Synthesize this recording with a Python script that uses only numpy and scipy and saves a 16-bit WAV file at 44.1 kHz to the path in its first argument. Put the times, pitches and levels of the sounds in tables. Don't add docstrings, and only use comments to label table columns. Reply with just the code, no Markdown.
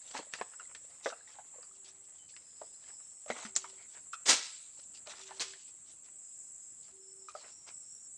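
import sys
import numpy as np
from scipy import signal
from scipy.io import wavfile
from scipy.ndimage import uniform_filter1d

SR = 44100
rng = np.random.default_rng(int(sys.argv[2]) if len(sys.argv) > 2 else 0)


def generate_wav(signal):
    frames = np.transpose(np.atleast_2d(signal))
    scaled = np.clip(frames, -1, 1) * 32767
    pcm = np.round(scaled).astype(np.int16)
    wavfile.write(sys.argv[1], SR, pcm)


N = 360297
T = np.arange(N) / SR

# frequency_hz, gain_db
AIR_SPECTRUM = [(44, -37.5), (68, 2.5), (123, -0.5), (355, -2.5), (468, -5), (857, -7), (1030, -8.5),
                (4800, -15), (6240, -55.5)]
# time_s, level_db
CHORUS_LEVELS = [(0.0, -51), (0.34, -56.5), (0.95, -52), (1.21, -57.5), (1.98, -52.5), (4.3, -52.5),
                 (4.46, -50.5), (4.94, -53), (8.17, -54)]
# frequency_hz, gain_db
CHORUS_SPECTRUM = [(3470, -52.5), (5900, -25), (6100, -23), (6450, -19.5), (7160, -4), (7570, 2),
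                   (8000, -1), (8570, -14.5), (9490, -19.5), (12300, -53), (13700, -40.5), (14300, -66),
                   (15400, -62)]
# pitch_hz, width_hz, level_db, swell_rate_hz
NEAR_CICADAS = [(7790, 70, -68, 3.2)]
# start_s, end_s, level_db, first_hz, last_hz, width_hz
GLIDE_PHRASES = [(.3, 1.302, -76.5, 5280, 5230, 278), (2.328, 3.03, -69.5, 5070, 5280, 420),
                 (2.97, 3.33, -72.5, 5350, 5430, 300), (6.149, 7.098, -79, 5130, 5250, 200),
                 (7.0, 8.09, -70.5, 5370, 5430, 210), (7.503, 8.087, -70, 5650, 5680, 110),
                 (7.008, 7.259, -72, 9500, 9360, 80)]
# start_s, level_db
DOVE_HOOTS = [(1.67, -78.5), (3.41, -69.5), (5.17, -66), (6.905, -68)]
# start_s, level_db, pitch_hz, width_hz
BIRD_WHISTLES = [(2.17, -69, 3040, 60), (3.76, -65.5, 2180, 400)]

# start_s, end_s, dull_db, crisp_db
LEAF_BURSTS = [(0, 0.188, -69.5, -65.5), (0.133, 0.246, -46, -48), (0.317, 0.476, -59, -55),
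               (1.022, 1.131, -60, -46), (1.267, 1.399, -63.5, -65), (1.84, 1.925, -73, -54.5),
               (2.282, 2.342, -82, -56.5), (2.817, 2.964, -64.5, -68.5), (3.276, 3.398, -48, -46.5),
               (3.363, 3.52, -57.5, -54), (3.537, 3.738, -65, -59.5), (3.712, 3.873, -65.5, -70.5),
               (3.879, 4.046, -73.5, -62.5), (4.127, 4.162, -55.5, -35.5), (4.767, 4.854, -62, -57.5),
               (4.935, 4.997, -65.5, -50.5), (5.055, 5.176, -58.5, -52), (5.147, 5.443, -60, -57.5),
               (5.676, 5.729, -65, -67), (5.86, 5.962, -79, -63), (6.029, 6.11, -69, -63),
               (6.82, 6.945, -73, -68), (7.281, 7.332, -53.5, -51.5), (7.333, 7.546, -61, -61),
               (7.66, 7.745, -63, -56)]
# frequency_hz, gain_db
DULL_SPECTRUM = [(59, -60), (100, -9), (216, -6.5), (446, -5), (3000, -4.5), (3900, -31.5), (6600, -120)]
# frequency_hz, gain_db
CRISP_SPECTRUM = [(1200, -30.5), (2500, -9), (4000, -4.5), (8000, -4), (14000, -10.5)]
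# start_s, ring_peak_db, pitch_hz, width_ratio (to pitch), crack_db (against the ring)
TWIG_SNAPS = [(0.112, -49.5, 4700, 0.11, 13.5), (0.15, -33.5, 847, 0.3, -2), (0.167, -35.5, 1710, 0.51, 0),
              (0.191, -36.5, 385, 1.14, -2), (0.337, -31, 1610, 0.65, 4), (0.413, -25, 760, 1.26, -26),
              (0.536, -48.5, 1300, 0.47, -22), (0.597, -42, 1390, 0.24, -7), (0.749, -42, 1820, 0.48, 5.5),
              (1.059, -25.5, 564, 0.52, -19), (1.06, -27.5, 1690, 0.47, -34), (1.101, -39, 1390, 0.32, -14),
              (1.122, -41, 600, 0.57, -20), (1.127, -40, 1330, 0.25, -15), (1.275, -52, 1890, 0.18, -5),
              (1.386, -43, 780, 0.35, -33), (1.583, -49.5, 504, 0.41, -14), (1.63, -52, 1200, 0.33, -16),
              (1.628, -54, 4730, 0.083, 2), (2.365, -41.5, 2150, 0.96, -1), (2.616, -37.5, 580, 0.51, -13),
              (3.261, -44.5, 607, 0.21, -4), (3.302, -22, 544, 0.92, -10), (3.306, -29.5, 1980, 0.24, -20),
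              (3.451, -38, 1610, 0.5, 0), (3.554, -33, 5650, 0.24, -18), (3.563, -14.5, 7160, 0.37, -9),
              (3.643, -38.5, 1034, 0.6, -18), (4.133, -33, 1295, 0.19, -19), (4.292, -18.5, 4600, 0.5, 0),
              (4.318, -20.5, 5690, .4, -1), (5.072, -46, 613, 0.12, 13), (5.309, -41, 880, 0.29, -2),
              (5.397, -31.5, 4170, 0.26, -1.5), (5.535, -48, 1750, 0.27, 3), (7.285, -40, 1217, 0.17, -25),
              (7.35, -38.5, 626, 0.32, -20)]
# pitch_ratio, gain_db, width_ratio
TWIG_MODES = [(1, 9, 0.91), (2.0, -3.5, 0.6), (3.2, -17.5, 0.4)]
# start_s, level_db, pitch_hz
BOOT_THUDS = [(0.146, -46.5, 268), (3.302, -39.5, 240.5), (3.45, -40.5, 218), (4.284, -43, 95)]
# start_s, peak_db, pitch_hz
STALK_TICKS = [(0.268, -55.5, 583), (0.653, -59, 2020), (0.845, -59, 550), (1.208, -56, 1660),
               (1.342, -63, 1640), (1.364, -57, 865), (1.54, -56.5, 840), (1.558, -54, 560),
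               (1.712, -60, 1240), (2.339, -61.5, 1720), (2.744, -64, 4080), (3.005, -63.5, 1200),
               (7.351, -41, 1290), (7.414, -59, 970), (7.46, -54, 637)]
# start_s, deepest_bite_s, level_db
KNIFE_STROKES = [(4.255, 4.296, -18), (5.399, 5.405, -33.5)]
# frequency_hz, gain_db
BRUSH_SPECTRUM = [(60, -44), (100, -19), (395, -9.5), (650, -11.5), (1180, -9.5), (4080, -6), (7500, -5),
                  (16000, -12.5)]
# frequency_hz, t60_s
TRUNK_DECAY = [(200, 0.23), (700, 0.45), (1500, 0.55), (4000, 0.66), (9000, 0.24)]
# frequency_hz, gain_db
MIC_RESPONSE = [(40, -13.5), (200, -2.5), (400, 1), (7500, 2.5), (8500, 0.5), (10000, -17), (12000, -25),
                (12800, -57), (13700, -30.5), (14600, -58.5)]


def gain_of(db):
    return 10 ** (np.asarray(db) / 20)


def unit_rms(x):
    return x / np.sqrt(np.mean(x ** 2) + 1e-30)


def value_at(points, hz):
    table_hz, value = np.transpose(points)
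    return np.interp(np.log(hz + 1), np.log(table_hz + 1), value)


def gate(start, end, rise_s, fall_s):
    return np.clip(np.minimum((T - start) / rise_s, (end - T) / fall_s), 0, 1)


def coloured(x, spectrum):
    hz = abs(np.fft.fftfreq(4096, 1 / SR))
    log_gain = np.log(gain_of(np.maximum(value_at(spectrum, hz), -100)))
    taps = np.fft.ifft(np.exp(signal.hilbert(log_gain).conj())).real[:2048]
    return signal.oaconvolve(x, taps)[:len(x)]


def resonate(x, hz, width_hz):
    turn = np.exp(2j * np.pi * np.cumsum(hz * np.ones(len(x))) / SR)
    pole = np.exp(-np.pi * width_hz / SR)
    return 2 * (turn * signal.lfilter([1 - pole], [1, -pole], x / turn)).real


def band(x, hz, width_hz):
    return unit_rms(resonate(resonate(x, hz, width_hz), hz, width_hz))


def wander(rate_hz):
    feedback = [1, -np.exp(-np.pi * rate_hz / SR)]
    drift = signal.lfilter([1], feedback, rng.standard_normal(N))
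    return unit_rms(signal.lfilter([1], feedback, drift))


def hiss(spectrum, patchy_db):
    frames, hz = N // 256 + 5, np.fft.rfftfreq(1024, 1 / SR)
    real, imag, patches = rng.standard_normal((frames, 513, 3)).T
    patches = unit_rms(uniform_filter1d(uniform_filter1d(patches, size=10, axis=0), size=12, axis=1))
    bins = (real + 1j * imag) * gain_of(value_at(spectrum, hz)[:, None] + patchy_db * patches)
    return unit_rms(signal.istft(bins, nperseg=1024, noverlap=768)[1][:N])


def crackle(per_s, spread_db, clump_db):
    clicks = (rng.random(N) < per_s / SR) * rng.choice([-1., 1.], N)
    size = np.minimum(rng.exponential(1, N), 5)
    return clicks * gain_of(spread_db * size + clump_db * wander(29))


def forest_air():
    return gain_of(-74.5 + 0.71 * wander(5.6)) * hiss(AIR_SPECTRUM, patchy_db=1.7)


def cicadas():
    chorus_db = np.interp(T, *np.transpose(CHORUS_LEVELS)) + 1.6 * wander(2.4)
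    out = gain_of(chorus_db) * hiss(CHORUS_SPECTRUM, patchy_db=2.0)
    for hz, width_hz, db, swell_hz in NEAR_CICADAS:
        whistle = band(rng.standard_normal(N), hz, width_hz)
        out += gain_of(db + 8.2 * np.minimum(wander(swell_hz), 1.2)) * whistle
    return out


def leaf_litter(walk_off_db_per_s=-2, shed_db_per_s=-94.5, burst_sag=0.38):
    dull, crisp = gain_of(-73 + walk_off_db_per_s * T), gain_of(-71 + walk_off_db_per_s * T)
    for start, bite, db in KNIFE_STROKES:
        shed = gain_of(db - 15 + shed_db_per_s * np.maximum(T - bite, 0))
        crisp += shed * gate(start, N / SR, bite - start, 0.01)
    for start, end, dull_db, crisp_db in LEAF_BURSTS:
        progress = np.clip((T - start) / (end - start), 0, 1)
        burst = gate(start, end, 0.028, 0.062) * (1 - burst_sag * progress)
        dull += gain_of(dull_db) * burst
        crisp += gain_of(crisp_db) * burst
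    dull_clicks = coloured(crackle(per_s=5000, spread_db=3.4, clump_db=5.0), DULL_SPECTRUM)
    hollows = sum(resonate(dull_clicks, hz * gain_of(0.62 * wander(6)), width_hz=240)
                  for hz in np.geomspace(650, 1900, num=4))
    crisp_clicks = coloured(crackle(per_s=3000, spread_db=3.3, clump_db=3.16), CRISP_SPECTRUM)
    curls = sum(resonate(crisp_clicks, hz * gain_of(1.4 * wander(9)), width_hz=220)
                for hz in np.geomspace(2800, 6100, num=4))
    crush = unit_rms(dull_clicks + 1.8 * hollows) + gain_of(-9) * stalk_patter()
    return dull * crush + crisp * unit_rms(crisp_clicks + 1.6 * curls)


def stalk_tick(hz, rise_s=0.002):
    t = np.arange(1500) / SR
    return t / rise_s * np.exp(1 - t / rise_s) * np.sin(2 * np.pi * hz * t)


def stalk_patter(per_s=70):
    size = gain_of(3.0 * np.minimum(rng.exponential(1, N), 3))
    hits = size * (rng.random(N) < per_s / SR)
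    stalk, out = rng.integers(0, 10, N), np.zeros(N)
    for k, hz in enumerate(np.geomspace(550, 4200, num=10)):
        out += signal.oaconvolve(hits * (stalk == k), stalk_tick(hz))[:N] / hz ** 0.12
    return unit_rms(out)


def trunk_echo(x):
    taps, slots = np.zeros(SR), np.arange(500, SR - 20, 20)
    taps[slots + rng.integers(0, 20, len(slots))] = rng.choice([-1., 1.], len(slots))
    hz, t, bins = signal.stft(taps, SR, nperseg=256)
    decay = gain_of(-60 * t / value_at(TRUNK_DECAY, hz)[:, None])
    tail = signal.istft(bins * decay, SR, nperseg=256)[1]
    return signal.fftconvolve(x, tail / np.linalg.norm(tail))[:N]


def twig_snaps(splinter_t60_s=0.099, crack_t60_s=0.0051):
    out, t = np.zeros(N + 6000), np.arange(6000) / SR
    for start, db, hz, width_ratio, crack_db in TWIG_SNAPS:
        ring_noise, crack_noise = rng.standard_normal((2, len(t)))
        shortening = max(1 - 0.41 * width_ratio, 0.2)
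        splinters = gain_of(-60 * t / (splinter_t60_s * shortening))
        blow = ring_noise * splinters + 10.7 * (t == 0)
        ring = sum(gain_of(mode_db) * band(blow, hz * multiple, mode_width * width_ratio * hz)
                   for multiple, mode_db, mode_width in TWIG_MODES if hz * multiple < 9000)
        crack_shape = gain_of(-60 * t / crack_t60_s) + 0.33 * splinters
        crack = resonate(crack_noise * crack_shape, hz=3200, width_hz=6000)
        snap = ring / abs(ring).max() + gain_of(crack_db) * crack / abs(crack).max()
        at = round(start * SR)
        out[at:at + len(t)] += gain_of(db) * snap
    return out[:N]


def boot_thuds(rise_s=0.001, t60_s=0.12):
    out = np.zeros(N)
    for start, db, hz in BOOT_THUDS:
        since = np.maximum(T - start, 0)
        envelope = gain_of(db - 60 * since / t60_s) * (1 - np.exp(-since / rise_s))
        out += envelope * np.sin(2 * np.pi * hz * since)
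    return out


def clear_ticks():
    out = np.zeros(N + SR)
    for start, db, hz in STALK_TICKS:
        tick = gain_of(db) * stalk_tick(hz)
        out[round(start * SR):][:len(tick)] += tick
    return out[:N]


def gliding_insects():
    out = np.zeros(N)
    for start, end, db, first_hz, last_hz, width_hz in GLIDE_PHRASES:
        hz = np.interp(T, [start, end], [first_hz, last_hz]) + 40 * wander(8)
        glide = band(rng.standard_normal(N), hz, width_hz)
        flutter_db = 3.6 * np.minimum(wander(14), 1.3)
        out += gain_of(db + flutter_db) * gate(start, end, 0.024, 0.022) * glide
    return out


def dove(pitch_hz=385, hoot_s=0.427):
    hoots = sum(gain_of(db) * gate(start, start + hoot_s, 0.041, 0.076) for start, db in DOVE_HOOTS)
    return hoots * gain_of(1.3 * wander(60)) * np.sqrt(2) * np.sin(2 * np.pi * pitch_hz * T)


def small_bird(whistle_s=0.13):
    breath = rng.standard_normal(N)
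    return sum(gain_of(db) * gate(start, start + whistle_s, 0.03, 0.064) * band(breath, hz, width_hz)
               for start, db, hz, width_hz in BIRD_WHISTLES)


def knife_slashes(touch_s=0.003, dig_db_per_s=481, hold_s=0.014, release_db_per_s=-300):
    force = np.zeros(N)
    for start, bite, db in KNIFE_STROKES:
        touch = start + min(touch_s, (bite - start) / 2)
        times_s = [start, touch, bite, bite + hold_s, bite + hold_s + 1]
        shape_db = [-35, -dig_db_per_s * (bite - touch), 0, -3.0, release_db_per_s]
        force += gain_of(db + np.interp(T, times_s, shape_db, left=-200))
    tearing = coloured(crackle(per_s=13000, spread_db=2.6, clump_db=2.4), BRUSH_SPECTRUM)
    return force * unit_rms(tearing)


def scene():
    feet = leaf_litter() + twig_snaps() + clear_ticks() + boot_thuds()
    blade = knife_slashes()
    near = feet + blade + trunk_echo(gain_of(-22) * feet + gain_of(-14.5) * blade)
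    far = forest_air() + cicadas() + gliding_insects() + dove() + small_bird()
    return (coloured(near, MIC_RESPONSE) + far)[None]


def record(dry):
    lowpass = signal.firwin(511, 15500, window=("kaiser", 9), fs=SR)
    return signal.oaconvolve(dry, lowpass[None], "same")


dry = scene()
out = record(dry)
generate_wav(out)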